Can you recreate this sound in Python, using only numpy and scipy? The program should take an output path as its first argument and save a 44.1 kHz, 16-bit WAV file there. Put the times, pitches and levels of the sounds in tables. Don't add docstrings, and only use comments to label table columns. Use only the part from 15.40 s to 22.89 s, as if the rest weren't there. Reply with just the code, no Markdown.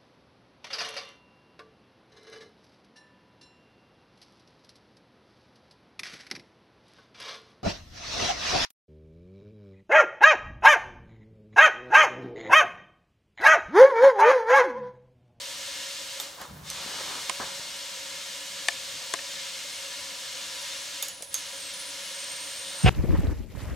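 import sys
import numpy as np
from scipy import signal
from scipy.fft import rfft, irfft
from scipy.io import wavfile
from scipy.ndimage import uniform_filter1d

SR = 44100
rng = np.random.default_rng(int(sys.argv[2]) if len(sys.argv) > 2 else 0)


def volts_from_decibels(level):
    exponent = np.asarray(level, float) / 20
    return 10 ** exponent


def pcm_store(signal):
    levels = np.round(np.clip(np.atleast_2d(signal), -1, 1) * 32767)
    wavfile.write(sys.argv[1], SR, levels.astype(np.int16).T)


N = 330485
HZ = np.arange(N // 2 + 1) * SR / N + 1e-3
NOISE_TOP_HZ = 15830

# f/Hz, level per Hz/dB
SHOP_SPECTRUM = [(30, 2), (50, -4.5), (68, 1.5), (190, -2), (400, -8), (1000, -8.5), (2000, -13),
                 (4000, -21), (10000, -31), (16000, -26)]
SHOP_DB = -56.5
# f/Hz, side over mid level/dB
SIDE_LEVEL = [(60, -35), (200, -22), (380, -10.5), (700, -6.5), (1290, -5), (2380, -9.5), (4400, -6),
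              (8120, -14.5), (15000, -15)]

# loudest t/s, level/dB, rise by 20 dB/s, fall by 20 dB/s
STROKES = [(.8, -48.5, .05, .3), (1.02, -41.5, 0.1, 0.12), (1.55, -45, 0.62, 0.51), (1.76, -42.5, 0.65, .2),
           (2.001, -32, 0.0081, 0.11), (2.2, -49.5, 0.38, 0.39), (3.5, -56, 0.046, .1),
           (3.62, -52, .1, .05), (7.44, -43.5, 0.15, .02)]
# loudest t/s, level/dB, rise by 20 dB/s, fall by 20 dB/s
SHUDDERS = [(1.105, -44, 0.034, 0.38), (1.22, -50, 0.13, 0.13), (1.45, -55.5, 0.45, 0.34),
            (1.8, -60, .1, .3), (2.03, -58, .08, .3), (2.2, -60, .3, 0.18), (3.56, -57, .09, 0.087),
            (7.44, -60, .3, .02)]
# t/s, peak level/dB, ring f/Hz, second
# ring f/Hz, left over right/dB
TICKS = [(0.984, -35.5, 1000, 1880, -5), (1.46, -32, 252, 500, 0), (1.608, -27.5, 500, 1000, -3),
         (1.896, -17, 1040, 2200, -9.5), (1.999, -35, 1000, 1600, -7), (2.193, -35, 180, 400, 0),
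         (3.2847, -10.5, 1760, 2440, 5), (3.32, -31, 2320, 2200, -7), (3.738, -16.5, 1030, 1680, 6.5),
         (3.789, -25, 1840, 2580, 2), (5.806, -33, 554, 500, 0), (5.826, -31.5, 560, 2280, 2)]
CRACK_FROM_DB, CRACK_GROWTH, CRACK_TOP_DB = -18, 1.4, 2

# f/Hz, level per Hz/dB
LEAK_SPECTRUM = [(3000, -20), (6000, -8), (9000, -5), (11000, 0), (13000, -15), (15800, -7)]
LEAK_DB = -59
# t/s, f/Hz, level/dB
NOTES = [
    [(.02, 12750, -71), (.15, 12800, -66), (.3, 13000, -67), (.42, 13700, -68)],
    [(.46, 13080, -70), (.6, 13900, -65), (.78, 14000, -67), (.94, 14600, -62), (1.02, 14820, -65),
     (1.14, 14610, -65), (1.2, 14600, -64), (1.46, 14580, -65), (1.7, 14770, -66)],
    [(4.95, 9750, -60), (5.04, 9900, -60), (5.33, 10200, -55.5), (5.46, 10180, -59)],
    [(5.68, 9920, -53), (5.82, 9730, -52), (6.04, 9800, -53), (6.11, 10240, -55), (6.155, 9150, -49),
     (6.21, 8840, -47), (6.26, 8170, -47), (6.315, 8500, -48)],
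    [(6.33, 9750, -46), (6.36, 9470, -48), (6.4, 9750, -47), (6.47, 9550, -49.5), (6.6, 10150, -53),
     (6.67, 10560, -51), (6.735, 10050, -49)],
    [(6.745, 8740, -46), (6.99, 8770, -47.5), (7.02, 8960, -46), (7.07, 8950, -47), (7.11, 8700, -46.5),
     (7.338, 8840, -45.5), (7.444, 8700, -43), (7.49, 8580, -62)],
]
# start t/s, length/s, f/Hz, level/dB
CHIRPS = [
    (1.719, .05, 14800, -65),
    (3.61, .11, 14350, -66),
    (4.28, .13, 9650, -55),
    (4.56, .09, 9800, -56),
    (4.76, 0.066, 10850, -57),
]
CHIRP_RISE, CHIRP_FADE_IN_DB = 0.013, 2
WAVER_HZ, DRY_ABOVE_HZ, DRY_WAVER_HZ = 75, 12000, 17

# t/s, swing f/Hz, swing level/dB, rattle level/dB
BANG = [
    (7.428, 175, -58, -53),
    (7.438, 171, -25, -45),
    (7.447, 145, -5, -33),
    (7.455, 99, -30, -35),
    (7.462, 95, -6, -17),
    (7.47, 132, -19.5, -22),
    (7.494, 129, -14, -15.5),
]
# f/Hz, width/Hz, level/dB
RATTLE = [(520, 250, -5), (1680, 670, -10), (2200, 330, -7), (2720, 270, -5), (3540, 680, -15.5),
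          (5090, 140, -19)]
# f/Hz, level/dB, start t/s
PANEL = [
    (69.5, -14.5, 7.44),
    (744, -19.5, 7.455),
]

# t/s, spit level/dB, ring level/dB
VENTS = [
    (.8003, -32, -27),
    (5.626, -38, -26),
]
VENT_RING_HZ = 3650
# t/s, snap peak level/dB, long ring level/dB, long ring f/Hz, modes level/dB
LEVER = [
    (0.8002, -19, -44, 6820, -45),
    (1.015, -28.5, -56, 6790, -52),
    (1.3013, -20.5, -35, 6150, -56),
    (5.625, -13, -33, 6700, -26),
    (5.684, -23, -37, 6780, -37),
    (5.824, -21.5, -46, 6550, -52),
    (5.9426, -12.5, -24, 6470, -50),
]
# f/Hz, level/dB, time to fall 60 dB/s
LEVER_MODES = [(8750, -5, .035), (10150, -2, .035), (12850, 0, .045), (15330, -4, .05)]
LEVER_LR_DB = -4.5

# f/Hz, level per Hz/dB
JET_SPECTRUM = [(200, -33), (400, -21), (800, -22.5), (1100, -8.5), (1500, -7), (2400, -3), (3300, -1),
                (4300, -0.5), (6000, -1.5), (8300, -6), (9500, -10), (12300, -16.5), (13000, -18.5),
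                (15800, -25.5)]
# f/Hz, width/Hz, gain over the jet/dB
TANK_WALL = [(1180, 40, 3), (1390, 60, 4), (1670, 40, 4), (1730, 26, 12), (1850, 30, 4), (2070, 40, 3),
             (2157, 28, 7), (2444, 35, 3), (2580, 40, 2), (2788, 30, 6), (2951, 22, 9), (3157, 28, 4),
             (3240, 35, 4), (3298, 28, 4), (3410, 35, 3), (3649, 20, 10), (3784, 25, 5), (3860, 28, 3),
             (4147, 25, 8), (4212, 28, 3), (4528, 35, 3), (6144, 30, 3), (6470, 35, 4), (6800, 40, 4),
             (8250, 400, 2)]
# f/Hz, width/Hz, level/dB
DRONE = [(188, 22, -11.5), (288, 24, -7.5), (500, 35, -7.5), (551.6, 37, 2), (598.6, 34, -7),
         (710, 180, -13.5), (925, 56, -7), (985.7, 20.5, 0.5)]
# t/s, level/dB
SUPPLY = [(0, -36.5), (1.4, -37.5), (1.72, -35), (2.2, -37.5), (5.6, -37), (6.1, -38), (7.494, -37)]
# let go t/s, pressed t/s
RELEASES = [
    (.83, 1.229),
    (5.64, 5.895),
]
# loudest t/s, jet level/dB, rise by 20 dB/s, fall by 20 dB/s
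PUFFS = [
    (1.02, -42, .08, 0.091),
    (5.83, -48, 0.045, .1),
]
BLEED_DEPTH_DB, BLEED_S, REFILL_LAG_S = 27.5, 0.31, 0.033
EDGE_DB, EDGE_FOLLOWS = -2.5, 1
DRONE_DB, DRONE_FOLLOWS, DRONE_LAG_S = -51, 0.6, 0.044


def rms_one(x):
    return x / np.sqrt(np.mean(x ** 2) + 1e-20)


def in_time(rows):
    s, *columns = np.transpose(rows)
    return [np.interp(np.arange(N) / SR, s, column) for column in columns]


def sounding(rows):
    t = np.arange(N) / SR
    return np.clip(np.minimum(t - rows[0][0], rows[-1][0] - t) / 0.02 + 0.5, 0, 1)


def at_hz(points):
    hz, db = np.array(points).T
    return np.interp(np.log(HZ), np.log(hz), db)


def drift(rate):
    return rms_one(irfft(rfft(rng.standard_normal(N)) / (1 + (HZ / rate) ** 2), N))


def resonances(rows):
    total = 0
    for k, (hz, width, db) in enumerate(rows):
        total = total + (-1) ** k * volts_from_decibels(db) / (1 + 2j * (HZ - hz) / width)
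    return total


def stereo_noise(response, side_db, lead, lean=0):
    mid, side = rfft(rng.standard_normal((2, N))) * response * (HZ < NOISE_TOP_HZ)
    side = volts_from_decibels(at_hz(SIDE_LEVEL) + side_db) * side + (1j * lead + lean) * mid
    return rms_one(irfft([mid + side, mid - side], N))


def ring(at_s, hz, t60, rise=0.000093, size=9000):
    out, start, t = np.zeros(N + size), round(at_s * SR), np.arange(size) / SR
    fade = volts_from_decibels(-60 * t / t60) * (1 - np.exp(-t / rise))
    out[start:start + size] = np.sin(2 * np.pi * hz * t) * fade
    return out[:N]


def snap(at_s, low_hz, high_hz, t60, order=2, size=6000):
    out, start, t = np.zeros(N + size), round(at_s * SR), np.arange(size) / SR
    band = signal.butter(order, [low_hz, high_hz], "band", fs=SR, output="sos")
    burst = rng.standard_normal(size) * volts_from_decibels(-60 * t / t60)
    out[start:start + size] = signal.sosfilt(band, burst)
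    return out[:N] / np.abs(out).max()


def pan(x, lr_db):
    return x * volts_from_decibels(np.array([[lr_db / 2], [-lr_db / 2]]))


def even(x, size):
    return x / np.sqrt(uniform_filter1d(np.mean(x ** 2, axis=0), size=size))


def swells(rows):
    t = np.arange(N) / SR
    power = 0
    for s, db, rise, fall in rows:
        drop_db = 20 * np.maximum((s - t) / rise, (t - s) / fall)
        power = power + volts_from_decibels(2 * (db - drop_db))
    return np.sqrt(power)


def workshop():
    level = volts_from_decibels(SHOP_DB + 1.2 * drift(5))
    return level * stereo_noise(volts_from_decibels(at_hz(SHOP_SPECTRUM)), side_db=12.5, lead=0.05)


def tick(s, db, hz, second_hz):
    rings = 0.85 * ring(s + 0.00099, hz, 0.023, rise=0.00072)
    rings += 0.69 * ring(s, second_hz, 0.018, rise=0.0008)
    rings += 0.14 * ring(s, 688, 0.052, rise=0.00092)
    crack = snap(s, 2120, 8600, 0.011, order=4)
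    crack += 0.52 * ring(s, 9110, 0.0067, rise=0.00027)
    crack += 0.62 * snap(s + 0.0005, 670, 3870, 0.02)
    crack_db = min(CRACK_GROWTH * (db - CRACK_FROM_DB), CRACK_TOP_DB)
    thud_gain = 0.5 * min(1000 / hz, hz / 1000) ** 3
    thud = thud_gain * snap(s, 233, 2230, 0.053)
    return volts_from_decibels(db) * (rings + volts_from_decibels(crack_db) * crack + thud)


def hand():
    dull = 1 / (1 + (HZ / 2200) ** 4)
    rub_body = resonances([(283, 940, -11), (1000, 1300, 8.5), (1820, 1430, 5)])
    rub = stereo_noise(dull * rub_body, side_db=-2.0, lead=0.092)
    shudder = stereo_noise(resonances([(73.5, 30, -4.5), (166, 33, 2.5)]), side_db=3.0, lead=0.049)
    out = swells(STROKES) * volts_from_decibels(2.0 * drift(67)) * rub
    out = out + swells(SHUDDERS) * even(shudder, size=1200)
    for s, db, hz, second_hz, lr_db in TICKS:
        out = out + pan(tick(s, db, hz, second_hz), lr_db)
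    return out


def leak():
    colour = volts_from_decibels(at_hz(LEAK_SPECTRUM)) * (HZ > LEAK_SPECTRUM[0][0])
    return volts_from_decibels(LEAK_DB + 1.4 * drift(7)) * stereo_noise(colour, side_db=6.0, lead=0.1)


def whistle():
    notes = [list(map(tuple, rows)) for rows in NOTES]
    for s, length, hz, db in CHIRPS:
        end_hz = hz * (1 + CHIRP_RISE)
        notes.append([(s, hz, db - CHIRP_FADE_IN_DB), (s + length / 2, hz, db), (s + length, end_hz, db)])
    notes.sort()
    hz, level_db = in_time([row for rows in notes for row in rows])
    gate = np.minimum(sum(sounding(rows) for rows in notes), 1)
    waver = drift(220) + 0.7 * drift(40)
    flutter = volts_from_decibels(3.5 * drift(90) + 1.2 * drift(25))
    waver_hz = np.where(hz > DRY_ABOVE_HZ, DRY_WAVER_HZ, WAVER_HZ)
    phase = 2 * np.pi * np.cumsum(hz + 0.9 * waver_hz * waver) / SR
    return pan(np.sqrt(2) * gate * volts_from_decibels(level_db) * flutter * np.sin(phase), -3.5)


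def bang():
    hz, swing_db, rattle_db = in_time(BANG)
    phase = 2 * np.pi * np.cumsum(hz * (np.arange(N) > 7.43 * SR)) / SR
    swing = np.sqrt(2) * volts_from_decibels(swing_db) * np.sin([phase + 3.23, phase + 1.63])
    rattle = even(stereo_noise(resonances(RATTLE), side_db=-6.0, lead=0.24), size=350)
    tones = 0
    for tone_hz, db, s in PANEL:
        left = ring(s, tone_hz, 0.65, rise=0.0081)
        right = ring(s + 0.00021, tone_hz, 0.6, rise=0.0092)
        tones = tones + np.sqrt(2) * volts_from_decibels(db) * np.array([left, right])
    return sounding(BANG) * (swing + volts_from_decibels(rattle_db) * rattle) + tones


def vents():
    out = 0
    for s, spit_db, ring_db in VENTS:
        spit = volts_from_decibels(spit_db) * snap(s, 12200, 14000, 0.12, order=3)
        out = out + spit + volts_from_decibels(ring_db) * ring(s, VENT_RING_HZ, 0.037)
    return pan(out, LEVER_LR_DB)


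def lever():
    out = 0
    for s, db, ring_db, hz, modes_db in LEVER:
        modes = 0
        for mode_hz, mode_db, t60 in LEVER_MODES:
            modes = modes + volts_from_decibels(mode_db + rng.normal(0, 2)) * ring(s, mode_hz, t60, rise=0.0008)
        hit = snap(s, 3700, 12800, 0.0031, order=3) + 1.2 * ring(s, 8100, 0.0027)
        hit += 0.36 * snap(s + 0.0014, 3600, 7100, 0.01)
        hit += 0.18 * snap(s, 3200, 12000, 0.26, order=4)
        hit += 0.11 * snap(s, 530, 3600, 0.11) + 0.22 * snap(s, 3130, 4500, 0.019)
        cluster = ring(s, hz, 0.15) + 0.45 * ring(s, hz + 95, 0.13) + 0.3 * ring(s, hz - 140, 0.1)
        out = out + pan(volts_from_decibels(db) * hit + volts_from_decibels(modes_db) * modes + volts_from_decibels(ring_db) * cluster, LEVER_LR_DB)
    return out


def valve_fall_db():
    t = np.arange(N) / SR
    fall = 0
    for off, on in RELEASES:
        bleed = 1 - np.exp(-np.clip(t - off, 0, on - off) / BLEED_S)
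        refill = np.exp(-np.maximum(t - on, 0) / REFILL_LAG_S)
        fall = fall + BLEED_DEPTH_DB * bleed * refill
    puff = swells(PUFFS) / volts_from_decibels(SUPPLY[0][1])
    return -10 * np.log10(volts_from_decibels(-2 * fall) + puff ** 2)


def tank_drone(fall_db):
    keep = np.exp(-1 / (DRONE_LAG_S * SR))
    late_fall_db = signal.lfilter([1 - keep], [1, -keep], fall_db)
    power = sum(volts_from_decibels(2 * db) / (1 + (2 * (HZ - hz) / width) ** 2) ** 2 for hz, width, db in DRONE)
    level_db = DRONE_DB - DRONE_FOLLOWS * late_fall_db + 0.1 * drift(18)
    return stereo_noise(np.sqrt(power), side_db=-19.0, lead=0.23) * volts_from_decibels(level_db)


def air():
    (supply_db,), fall_db = in_time(SUPPLY), valve_fall_db()
    bumps = uniform_filter1d(rng.standard_normal(len(HZ)), size=130)
    thicket = rms_one(uniform_filter1d(bumps, size=130))
    walls = sum(db / (1 + (2 * (HZ - hz) / width) ** 2) for hz, width, db in TANK_WALL)
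    colour = volts_from_decibels(at_hz(JET_SPECTRUM) + 2.0 * thicket + walls)
    high = 1 / (1 + (8500 / HZ) ** 8)
    body = stereo_noise(colour * np.sqrt(1 - high), side_db=-2.0, lead=0.13, lean=0.049)
    body = body * volts_from_decibels(0.57 * drift(2.4) - fall_db)
    edge = stereo_noise(colour * np.sqrt(high), side_db=5.0, lead=0.13, lean=0.021)
    edge = edge * volts_from_decibels(EDGE_DB - 8 + 0.45 * drift(22) - EDGE_FOLLOWS * fall_db)
    return volts_from_decibels(supply_db) * (body + edge) + tank_drone(fall_db)


def scene():
    return workshop() + hand() + leak() + whistle() + bang() + vents() + lever() + air()


def low_pass(x):
    return signal.sosfilt(signal.butter(12, 16510, fs=SR, output="sos"), x)


def record(dry):
    cut = signal.sosfilt(signal.butter(3, 48, "high", fs=SR, output="sos"), dry)
    mix = 0.75 * np.tanh(cut / 0.77)
    return low_pass(mix)


dry = scene()
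out = record(dry)
pcm_store(out)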